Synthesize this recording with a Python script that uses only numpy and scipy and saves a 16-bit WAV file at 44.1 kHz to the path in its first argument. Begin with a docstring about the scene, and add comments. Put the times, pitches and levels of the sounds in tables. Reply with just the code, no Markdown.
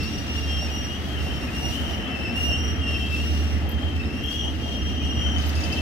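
"""Wagons rumble and wheel flanges squeal as a freight train rolls by, heard from across a car park.
Two distant engine drones beat against each other. The flanges stick and slip on the rail, and their
wavering tones scatter off cars and buildings on the way to the stereo microphone. A thin hiss swells
and fades, with a few scuffs; later an insect ticks in the trees and loose metal clinks."""
import sys
import numpy as np
from scipy import signal
from scipy.fft import rfft, irfft
from scipy.io import wavfile
from scipy.ndimage import uniform_filter1d

SR = 44100
rng = np.random.default_rng(int(sys.argv[2]) if len(sys.argv) > 2 else 0)


def pcm_store(signal):
    """Save signal as 16-bit PCM."""
    levels = np.round(np.clip(np.atleast_2d(signal), -1, 1) * 32767)
    wavfile.write(sys.argv[1], SR, levels.astype(np.int16).T)


N = 256206
TIME = np.arange(N) / SR
FREQS = np.maximum(np.fft.rfftfreq(N, 1 / SR), 1)

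# Wagons passing. Each row: time in seconds, then relative dB of body rumble, rail roar and wheel ring.
WAGON_LEVELS = [(0.0, -29, -51, -44.5), (0.05, -34.5, -45.5, -44.5), (0.94, -36, -45, -44.5),
                (1.15, -33.5, -44.5, -43.5), (2.1, -33.5, -42.5, -42.5), (3.19, -33, -46.5, -44.5),
                (3.75, -34, -42.5, -45), (4.22, -33, -47, -45.5), (4.27, -35, -47, -47.5),
                (4.95, -33, -45, -46), (5.53, -33.5, -42.5, -42), (5.81, -32.5, -40.5, -44)]
# Wagons knocking. Each row: start in seconds, peak in dB.
WAGON_KNOCKS = [(.62, -36), (1.265, -36), (3.65, -52), (4.655, -37)]
# The colours of the noises. Each row: frequency in Hz, relative spectral density in dB.
RUMBLE_COLOUR = [(20, -29), (35, -8.5), (50, -5), (64, 8.5), (100, 0), (125, 0), (165, -4), (225, 0.5),
                 (265, -1), (305, -2), (345, -6.5), (390, -10), (450, -10.5), (600, -30)]
ROAR_COLOUR = [(330, -33), (520, -1), (750, -0.5), (830, -5), (920, -5.5), (1010, -14.5), (1300, -32)]
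RING_COLOUR = [(900, -12), (1100, -1.5), (1300, 2.5), (1410, -1), (1600, 0), (1920, 3), (2120, -0.5),
               (2330, -5), (2600, 0.5), (3200, -1.5), (3800, -31.5), (6000, -47)]
HISS_LOW_COLOUR = [(2400, 5.5), (3600, 9), (4300, 5.5), (4950, 5.5), (5900, 2.5), (7200, -7), (8400, -10),
                   (10000, -24)]
HISS_TOP_COLOUR = [(6000, 8), (8400, 5.5), (9400, 6.5), (10300, 3.5), (11300, 3.5), (12200, 3), (13700, 7),
                   (15700, -0.5)]
SCUFF_COLOUR = [(2000, -38), (3800, -22), (4400, 14), (4950, 11), (5400, -24), (6300, -6), (7500, -14),
                (15000, -9)]
GRIND_COLOUR = [(2700, -32), (2880, 8), (3050, -15), (3190, 12.5), (3290, -44), (3460, -29), (5200, -27),
                (5750, -9), (6400, -38), (7000, -39)]

# The two engines. Each row: time in seconds, relative dB of the main drone and of the second.
ENGINE_LEVELS = [(0, -44, -28), (.35, -25, -54), (.62, -25.5, -54), (.88, -35.5, -55), (1.25, -26, -58),
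                 (1.53, -43, -49), (1.83, -31.5, -59), (2.25, -34, -46), (2.65, -25, -27.5),
                 (3.0, -29.5, -37), (3.36, -21, -37), (3.97, -28.5, -28), (4.3, -34, -40), (5.45, -22, -35),
                 (5.8, -31.5, -31)]
# The second engine hunts, so the beat quickens and slows. Each row: time in seconds, pitch in Hz.
HUNTING_PITCH = [(0, 84.7), (1.0, 84.5), (1.7, 83.3), (2.85, 84.6), (3.4, 84.1), (4.3, 84.95), (5.8, 84.2)]

# The wheels that sing. Each row: natural pitch in Hz, faint level between squeals in dB,
# rasp in dB against the mean of tone and octave, left minus right in dB.
SINGING_WHEELS = [(2650, -57, -23, 4), (2810, -49.5, -22.5, 0.5), (3130, -54.5, -25, 9)]
# A flange catches the rail. Each row: start and end in seconds; pitch, glide, mid-squeal bend and
# waver in Hz; level, change of level and octave level in dB.
FLANGE_CATCHES = [(-.05, 0.065, 2697, 11.5, -5, 11.7, -36.5, 5, -43),
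                  (-.03, 0.219, 2790, 69, 14.5, 18.8, -41.5, 1, -44),
                  (0.277, 0.462, 2798, -24, 0, 6, -34.5, 0, -42.5),
                  (0.481, 0.673, 2784, 9, -0.5, 8.1, -37, 7, -38.5),
                  (.47, 0.59, 3160, -100, 9, 38, -33.5, 7, -63),
                  (0.71, 0.868, 2835, -31, 0, 11.4, -37, 0, -39),
                  (0.879, 1.02, 2895, 59.5, 1, 51, -39.5, -10, -49),
                  (0.661, 1.02, 3190, 218.5, -39.5, 71, -48.5, -2, -72),
                  (1.021, 1.198, 3190, -260, -10, 43.1, -43, 11, -73),
                  (1.163, 1.477, 2770, -9.5, -5.5, 8.5, -43.5, 0, -50),
                  (1.203, 1.396, 3095, -0.5, 0, 25.4, -42.5, 7, -68),
                  (1.551, 1.703, 2806, 29.5, 13, 3.1, -32, 0, -40),
                  (1.704, 2.039, 2800, -61.5, 34.5, 42.3, -40, -12, -49.5),
                  (1.727, 2.344, 3070, -45.5, -15.5, 31, -41.5, -9, -64),
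                  (2.073, 2.32, 2690, 0.5, -38, 19, -36, 7, -49),
                  (2.342, 2.554, 2765, 1, 51.5, 5.4, -27, 8, -40.5),
                  (2.502, 2.65, 3095, 51, -0.5, 18.7, -36.5, -7, -57),
                  (2.553, 2.76, 2825, 16, 4.5, 24, -37, -7, -38.5),
                  (2.741, 3.064, 3147, 1.5, 0, 34, -41, 8, -76),
                  (2.829, 3.034, 2768, -29, -4.5, 8.1, -33, -4, -45.5),
                  (2.943, 3.2, 2685, -1, -15.5, 12.7, -37, 16, -56),
                  (3.181, 3.586, 2805, 1.5, 10, 10.4, -38, -10.5, -46.5),
                  (3.66, 3.927, 3136, -42, 3, 29, -43, 10, -78),
                  (3.964, 4.144, 2668, 30.5, -43, 10.7, -41, -4, -53),
                  (4.115, 4.504, 2825, 130.5, -25.5, 39.46, -41, 2.5, -50),
                  (4.221, 4.504, 3125, -17, 111, 70.4, -34, 1.5, -56),
                  (4.601, 5.0, 2822, 4, -9, 10.4, -42, -4, -50.5),
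                  (4.611, 5.137, 3150, -18, 0.5, 43.9, -40.5, -2, -61),
                  (5.036, 5.361, 2828, 8, 1, 9.3, -39.5, -5, -45.5),
                  (5.198, 5.499, 3100, -61, -3.5, 29, -36, -12.5, -52.5),
                  (5.559, 5.904, 2658, -0.5, 1.5, 14, -37, 6, -54),
                  (5.62, 5.897, 3088, 13.5, 3.5, 23.1, -38.5, 5.5, -58)]
# A squeal's upper overtones. Each row: multiple of the pitch, relative level in dB, extra waver in Hz.
RASP_OVERTONES = [(3, -0.5, 78), (4, -2.5, 88), (5, -8, 60)]
# Swells of hiss. Each row: start, end and attack in seconds, relative dB of the low and top bands.
HISS_SWELLS = [(-.05, 0.656, .02, -48, -62), (0.653, .98, .05, -53.5, -63),
               (1.001, 1.526, 0.093, -51.5, -60), (1.546, 1.859, 0.15, -47, -52.5),
               (1.88, 2.126, 0.049, -55, -64), (2.357, 2.53, 0.0036, -50, -54),
               (2.877, 3.557, .08, -51, -60.5), (3.12, 3.28, 0.066, -51, -57), (4.29, 4.323, .03, -56, -51),
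               (4.616, 4.93, 0.035, -55, -68), (5.365, 5.9, 0.038, -46.5, -59)]
# Short scuffs. Each row: start in seconds, peak in dB.
SCUFF_PEAKS = [(.03, -35), (.18, -41), (4.003, -56), (4.321, -43)]
# Brief squeaks. Each row: centre in seconds, pitch in Hz, level in dB, octave level in dB.
FLANGE_TOUCHES = [(0.691, 2540, -38, -66), (1.489, 2500, -39, -66), (2.079, 3320, -41, -66),
                  (2.955, 2624, -31, -41), (3.16, 2610, -34.5, -49), (4.04, 3730, -45, -70),
                  (5.022, 2480, -40, -64)]
# A flange grinds hard. Each row: start and end in seconds, level in dB.
FLANGE_GRINDS = [(.78, 1.05, -44.5), (1.72, 1.911, -57), (2.583, 3.255, -41.5), (4.28, 4.482, -35),
                 (4.704, 4.951, -40), (4.968, 5.329, -37)]
# The insect's ticks. Each row: start in seconds, peak in dB.
WING_STROKES = [(3.69, -37), (3.713, -39), (4.235, -47), (4.258, -45), (5.464, -42), (5.485, -40)]
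# Loose metal clinking. Each row: start in seconds, strength in dB.
METAL_HITS = [(5.38, -43.5), (5.41, -48), (5.455, -45), (5.492, -40.5), (5.551, -40.5), (5.571, -44.5),
              (5.603, -41.5), (5.635, -38.5), (5.722, -37.5), (5.748, -50)]
# The metal's modes. Each row: frequency in Hz, gain in dB, seconds to die away by 60 dB.
METAL_MODES = [(3675, -17, 0.07), (4710, 6, 0.03), (4910, 3.5, 0.06), (5270, 1, 0.055), (5150, -2, .08),
               (5900, -7, .09), (5800, -6.5, 0.39), (6240, -16, 0.11), (6630, -5, 0.15), (8480, -13, 0.11),
               (9150, -14, 0.17), (10000, -19, 0.086), (10680, -17, 0.11), (14600, -10, .04)]

# Noise at the microphone. Each row: frequency in Hz, left-right correlation from 0 to 1.
STEREO_LIKENESS = [(30, 1), (60, 0.4), (130, 1), (290, 0.83), (640, 0.34), (1400, 0.14), (3000, 0)]
# The side that noise leans to. Each row: frequency in Hz, left minus right in dB.
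STEREO_BALANCE = [(60, -3.5), (110, 0), (200, 0), (380, -0.5), (700, 2.5), (1290, 5), (2380, 3.5),
                  (4400, 3), (8120, 0), (15000, 0.5)]
# The microphone's ports. Each row: frequency in Hz, radians by which left leads.
MIC_PORT_PHASE = [(25, -0.35), (75, -0.91), (130, -1.16), (250, 0.081)]


def from_db(db):
    """Decibels to gain."""
    return 10 ** (np.asarray(db) / 20)


def to_db(power):
    """Power to decibels."""
    return 10 * np.log10(power + 1e-12)


def unit_rms(x):
    """Scale to unit rms."""
    return x / np.sqrt(np.mean(x ** 2) + 1e-20)


def over_time(rows):
    """Each column of a timed table, read at every sample."""
    times, *columns = np.transpose(rows)
    return [np.interp(TIME, times, column) for column in columns]


def over_hz(points):
    """A table read along a log-frequency axis."""
    hz, value = np.transpose(points)
    return np.interp(np.log(FREQS), np.log(hz), value)


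def panned(left_db):
    """Left and right gains for a level difference."""
    return from_db(np.array([[.5], [-.5]]) * left_db)


def drift(rate_hz):
    """A random wander of unit rms, mostly slower than the given rate."""
    return unit_rms(irfft(rfft(rng.standard_normal(N)) / (1 + (FREQS / rate_hz) ** 4), N))


def noise(colour):
    """Coloured stereo noise, alike on both sides only in the bass, falling steeply outside its table."""
    mid, side = rfft(rng.standard_normal((2, N)))
    alike = over_hz(STEREO_LIKENESS)
    pair = np.sqrt(1 + alike) * mid + np.sqrt(1 - alike) * side * [[1], [-1]]
    edges = np.minimum(1, FREQS / colour[0][0]) ** 4 * np.minimum(1, colour[-1][0] / FREQS) ** 4
    return unit_rms(irfft(pair * edges * from_db(over_hz(colour)) * panned(over_hz(STEREO_BALANCE)), N))


def bursts(events, rise_s, decay_s):
    """One envelope that jumps and dies away at each event."""
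    out = np.zeros(N)
    for start, level_db in events:
        age = np.maximum(TIME - start, 0)
        decay = np.exp(-np.clip((age - rise_s) / decay_s, 0, 20))
        out += from_db(level_db) * np.minimum(age / rise_s, 1) * decay
    return out


def swell(start, end, attack_s, release_s):
    """Attack, hold and release with rounded corners."""
    return (1 + np.tanh((TIME - start) / attack_s)) * (1 + np.tanh((end - TIME) / release_s)) / 4 + 1e-9


def wagons():
    """Beyond the car park, rough wheels shake the wagon bodies, the rails and the wheels themselves."""
    rumble_db, roar_db, ring_db = over_time(WAGON_LEVELS)
    knocks = bursts(WAGON_KNOCKS, rise_s=0.006, decay_s=0.006)
    rumble = from_db(rumble_db + 4.0) * noise(RUMBLE_COLOUR)
    roar = (from_db(roar_db + 2.0 + 1.45 * drift(9.8)) + knocks) * noise(ROAR_COLOUR)
    ring = from_db(ring_db + 4.5 + 0.78 * drift(10)) * noise(RING_COLOUR)
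    return rumble + roar + ring


def drone(hz, level_db, crest_s):
    """An exhaust note from afar: only the firing tone reaches the microphone."""
    turns = np.cumsum(hz * np.ones(N)) / SR
    turns -= np.interp(crest_s, TIME, turns)
    return from_db(level_db) * np.sqrt(2) * np.cos(2 * np.pi * turns)


def engines(main_hz=74.8, in_step_s=3.335):
    """One engine holds its speed; a second, about ten hertz higher, throbs against it."""
    main_db, second_db = over_time(ENGINE_LEVELS)
    second_hz, = over_time(HUNTING_PITCH)
    both = drone(main_hz, main_db, in_step_s) + drone(second_hz, second_db, in_step_s)
    return from_db(-1.03) * both * panned(-2.8)


def scattered(tone, t60_s, echo_db):
    """Echoes off cars and buildings make a wavering tone flutter; its slow level stays at 1."""
    age = TIME[:SR // 2]
    paths = rng.standard_normal((2, len(age))) * from_db(-60 * age / t60_s)
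    paths *= from_db(echo_db) / np.sqrt(np.sum(paths ** 2, axis=1, keepdims=True))
    paths[:, 0] += 1  # the direct path
    heard = signal.oaconvolve(tone[None], paths, axes=1)[:, :N]
    return heard / np.sqrt(uniform_filter1d(heard ** 2, size=SR // 10, axis=1) + 1e-6)


def wheel_curves(catches, faint_db, octave_growth_db=6.5):
    """Pitch, waver, level and octave level of one wheel, which sings on faintly between squeals."""
    grip = pitch = waver = 0
    power, octave_power = from_db(faint_db) ** 2, from_db(faint_db - 18) ** 2
    for start, end, hz, glide_hz, bend_hz, waver_hz, level_db, change_db, octave_db in catches:
        held = swell(start, end, attack_s=0.022, release_s=0.04) ** 2
        progress = np.clip((TIME - start) / (end - start), 0, 1) - .5  # zero in mid-squeal
        grip += held
        pitch += held * (hz + glide_hz * progress + bend_hz * np.cos(np.pi * progress))
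        waver += held * waver_hz
        power += held * from_db(level_db + change_db * progress) ** 2
        octave_power += held * from_db(octave_db + (change_db + octave_growth_db) * progress) ** 2
    return pitch / grip, waver / grip, to_db(power), to_db(octave_power)


def stick_slip(hz, waver_hz, level_db, octave_db, rasp_db, left_db):
    """Stick-slip drives one wheel mode; its pitch wavers, and its upper overtones blur into a rasp."""
    phase = 2 * np.pi * np.cumsum(hz + waver_hz * drift(140) + 5 * drift(22)) / SR
    tones = [(from_db(level_db) * panned(left_db), phase), (from_db(octave_db) * panned(-1.2), 2 * phase)]
    for multiple, overtone_db, blur_hz in RASP_OVERTONES:
        blur = 2 * np.pi * np.cumsum(blur_hz * drift(200)) / SR
        flare_db = 3 * drift(10)
        gain = from_db((level_db + octave_db) / 2 + rasp_db + overtone_db + flare_db)
        tones.append((gain, multiple * phase + blur))
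    partials = sum(gain * scattered(np.sin(angle), t60_s=0.26, echo_db=3) for gain, angle in tones)
    return partials * from_db(2.0 * drift(40))


def squeals():
    """Each time a flange catches the rail, the wheel nearest in pitch sings."""
    out = np.zeros((2, N))
    natural_hz = np.array(SINGING_WHEELS)[:, 0]
    for wheel, (_, faint_db, rasp_db, left_db) in enumerate(SINGING_WHEELS):
        catches = [row for row in FLANGE_CATCHES if np.argmin(abs(natural_hz - row[2])) == wheel]
        out += stick_slip(*wheel_curves(catches, faint_db), rasp_db, left_db)
    return out


def hiss():
    """A thin rustling hiss in two bands swells above a steady floor."""
    low_power, top_power = from_db(-53.5) ** 2, from_db(-65) ** 2
    for start, end, attack_s, low_db, top_db in HISS_SWELLS:
        shape = swell(start, end, attack_s, release_s=0.11)
        low_power += (from_db(low_db) * shape) ** 2
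        top_power += (from_db(top_db) * shape) ** 2
    grain = drift(82) + drift(9.9)
    low = from_db(to_db(low_power) + 5.5 + 0.89 * grain) * noise(HISS_LOW_COLOUR)
    top = from_db(to_db(top_power) + 6.5 + 0.74 * grain) * noise(HISS_TOP_COLOUR)
    return low + top


def scuffs():
    """Short, bright puffs of noise."""
    return bursts(SCUFF_PEAKS, rise_s=0.0022, decay_s=0.017) * noise(SCUFF_COLOUR)


def squeaks(half_width_s=0.013):
    """Off to the left, a flange touches the rail for a moment."""
    out = np.zeros((2, N))
    waver_hz = 20 * drift(136)
    for centre, hz, level_db, octave_db in FLANGE_TOUCHES:
        phase = 2 * np.pi * np.cumsum(hz + waver_hz) / SR
        tone = from_db(level_db) * np.sin(phase) + from_db(octave_db) * np.sin(2 * phase)
        touch = np.exp(-np.minimum(((TIME - centre) / half_width_s) ** 2, 30))
        out += tone * touch * panned(7.7)
    return out


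def grinding():
    """A flange pressed hard on the rail grinds in narrow bands of noise."""
    pressure = sum(from_db(level_db) * swell(start, end, attack_s=0.058, release_s=0.15)
                   for start, end, level_db in FLANGE_GRINDS)
    return pressure * from_db(1.5 * drift(50)) * noise(GRIND_COLOUR)


def insect():
    """In the trees, a little to the left, paired wing strokes ring a narrow resonance in the treble."""
    wing = noise([(12000, -30), (12900, 4), (13500, 5), (14000, -10), (14700, -25)])
    return bursts(WING_STROKES, rise_s=0.0021, decay_s=0.0083) * wing * panned(3.0)


def clinks(rattle_s=0.0046):
    """Each clink is a short rattle of contacts that sets the loose metal's modes ringing."""
    contacts = bursts(METAL_HITS, rise_s=0.0021, decay_s=rattle_s) / np.sqrt(rattle_s * SR / 2)
    out = np.zeros((2, N))
    for hz, gain_db, t60_s in METAL_MODES:
        radius, angle = from_db(-60 / (t60_s * SR)), 2 * np.pi * hz / SR
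        push = contacts * rng.standard_normal((2, N))
        ring = signal.lfilter([0, np.sin(angle)], [1, -2 * radius * np.cos(angle), radius ** 2], push)
        out += from_db(gain_db) * ring
    return out


def scene():
    """The train and the small treble sounds, as they arrive across the car park."""
    return wagons() + engines() + squeals() + hiss() + scuffs() + squeaks() + grinding() + insect() + clinks()


def record(dry):
    """The microphone's ports put left and right out of step in the bass; the top is cut steeply."""
    cutoff_hz = 15750
    ports = np.exp(np.array([[.5j], [-.5j]]) * over_hz(MIC_PORT_PHASE))
    top_cut = 1 / np.sqrt(1 + (FREQS / cutoff_hz) ** 600)
    return irfft(rfft(dry) * ports * top_cut, N)


dry = scene()
out = record(dry)
pcm_store(out)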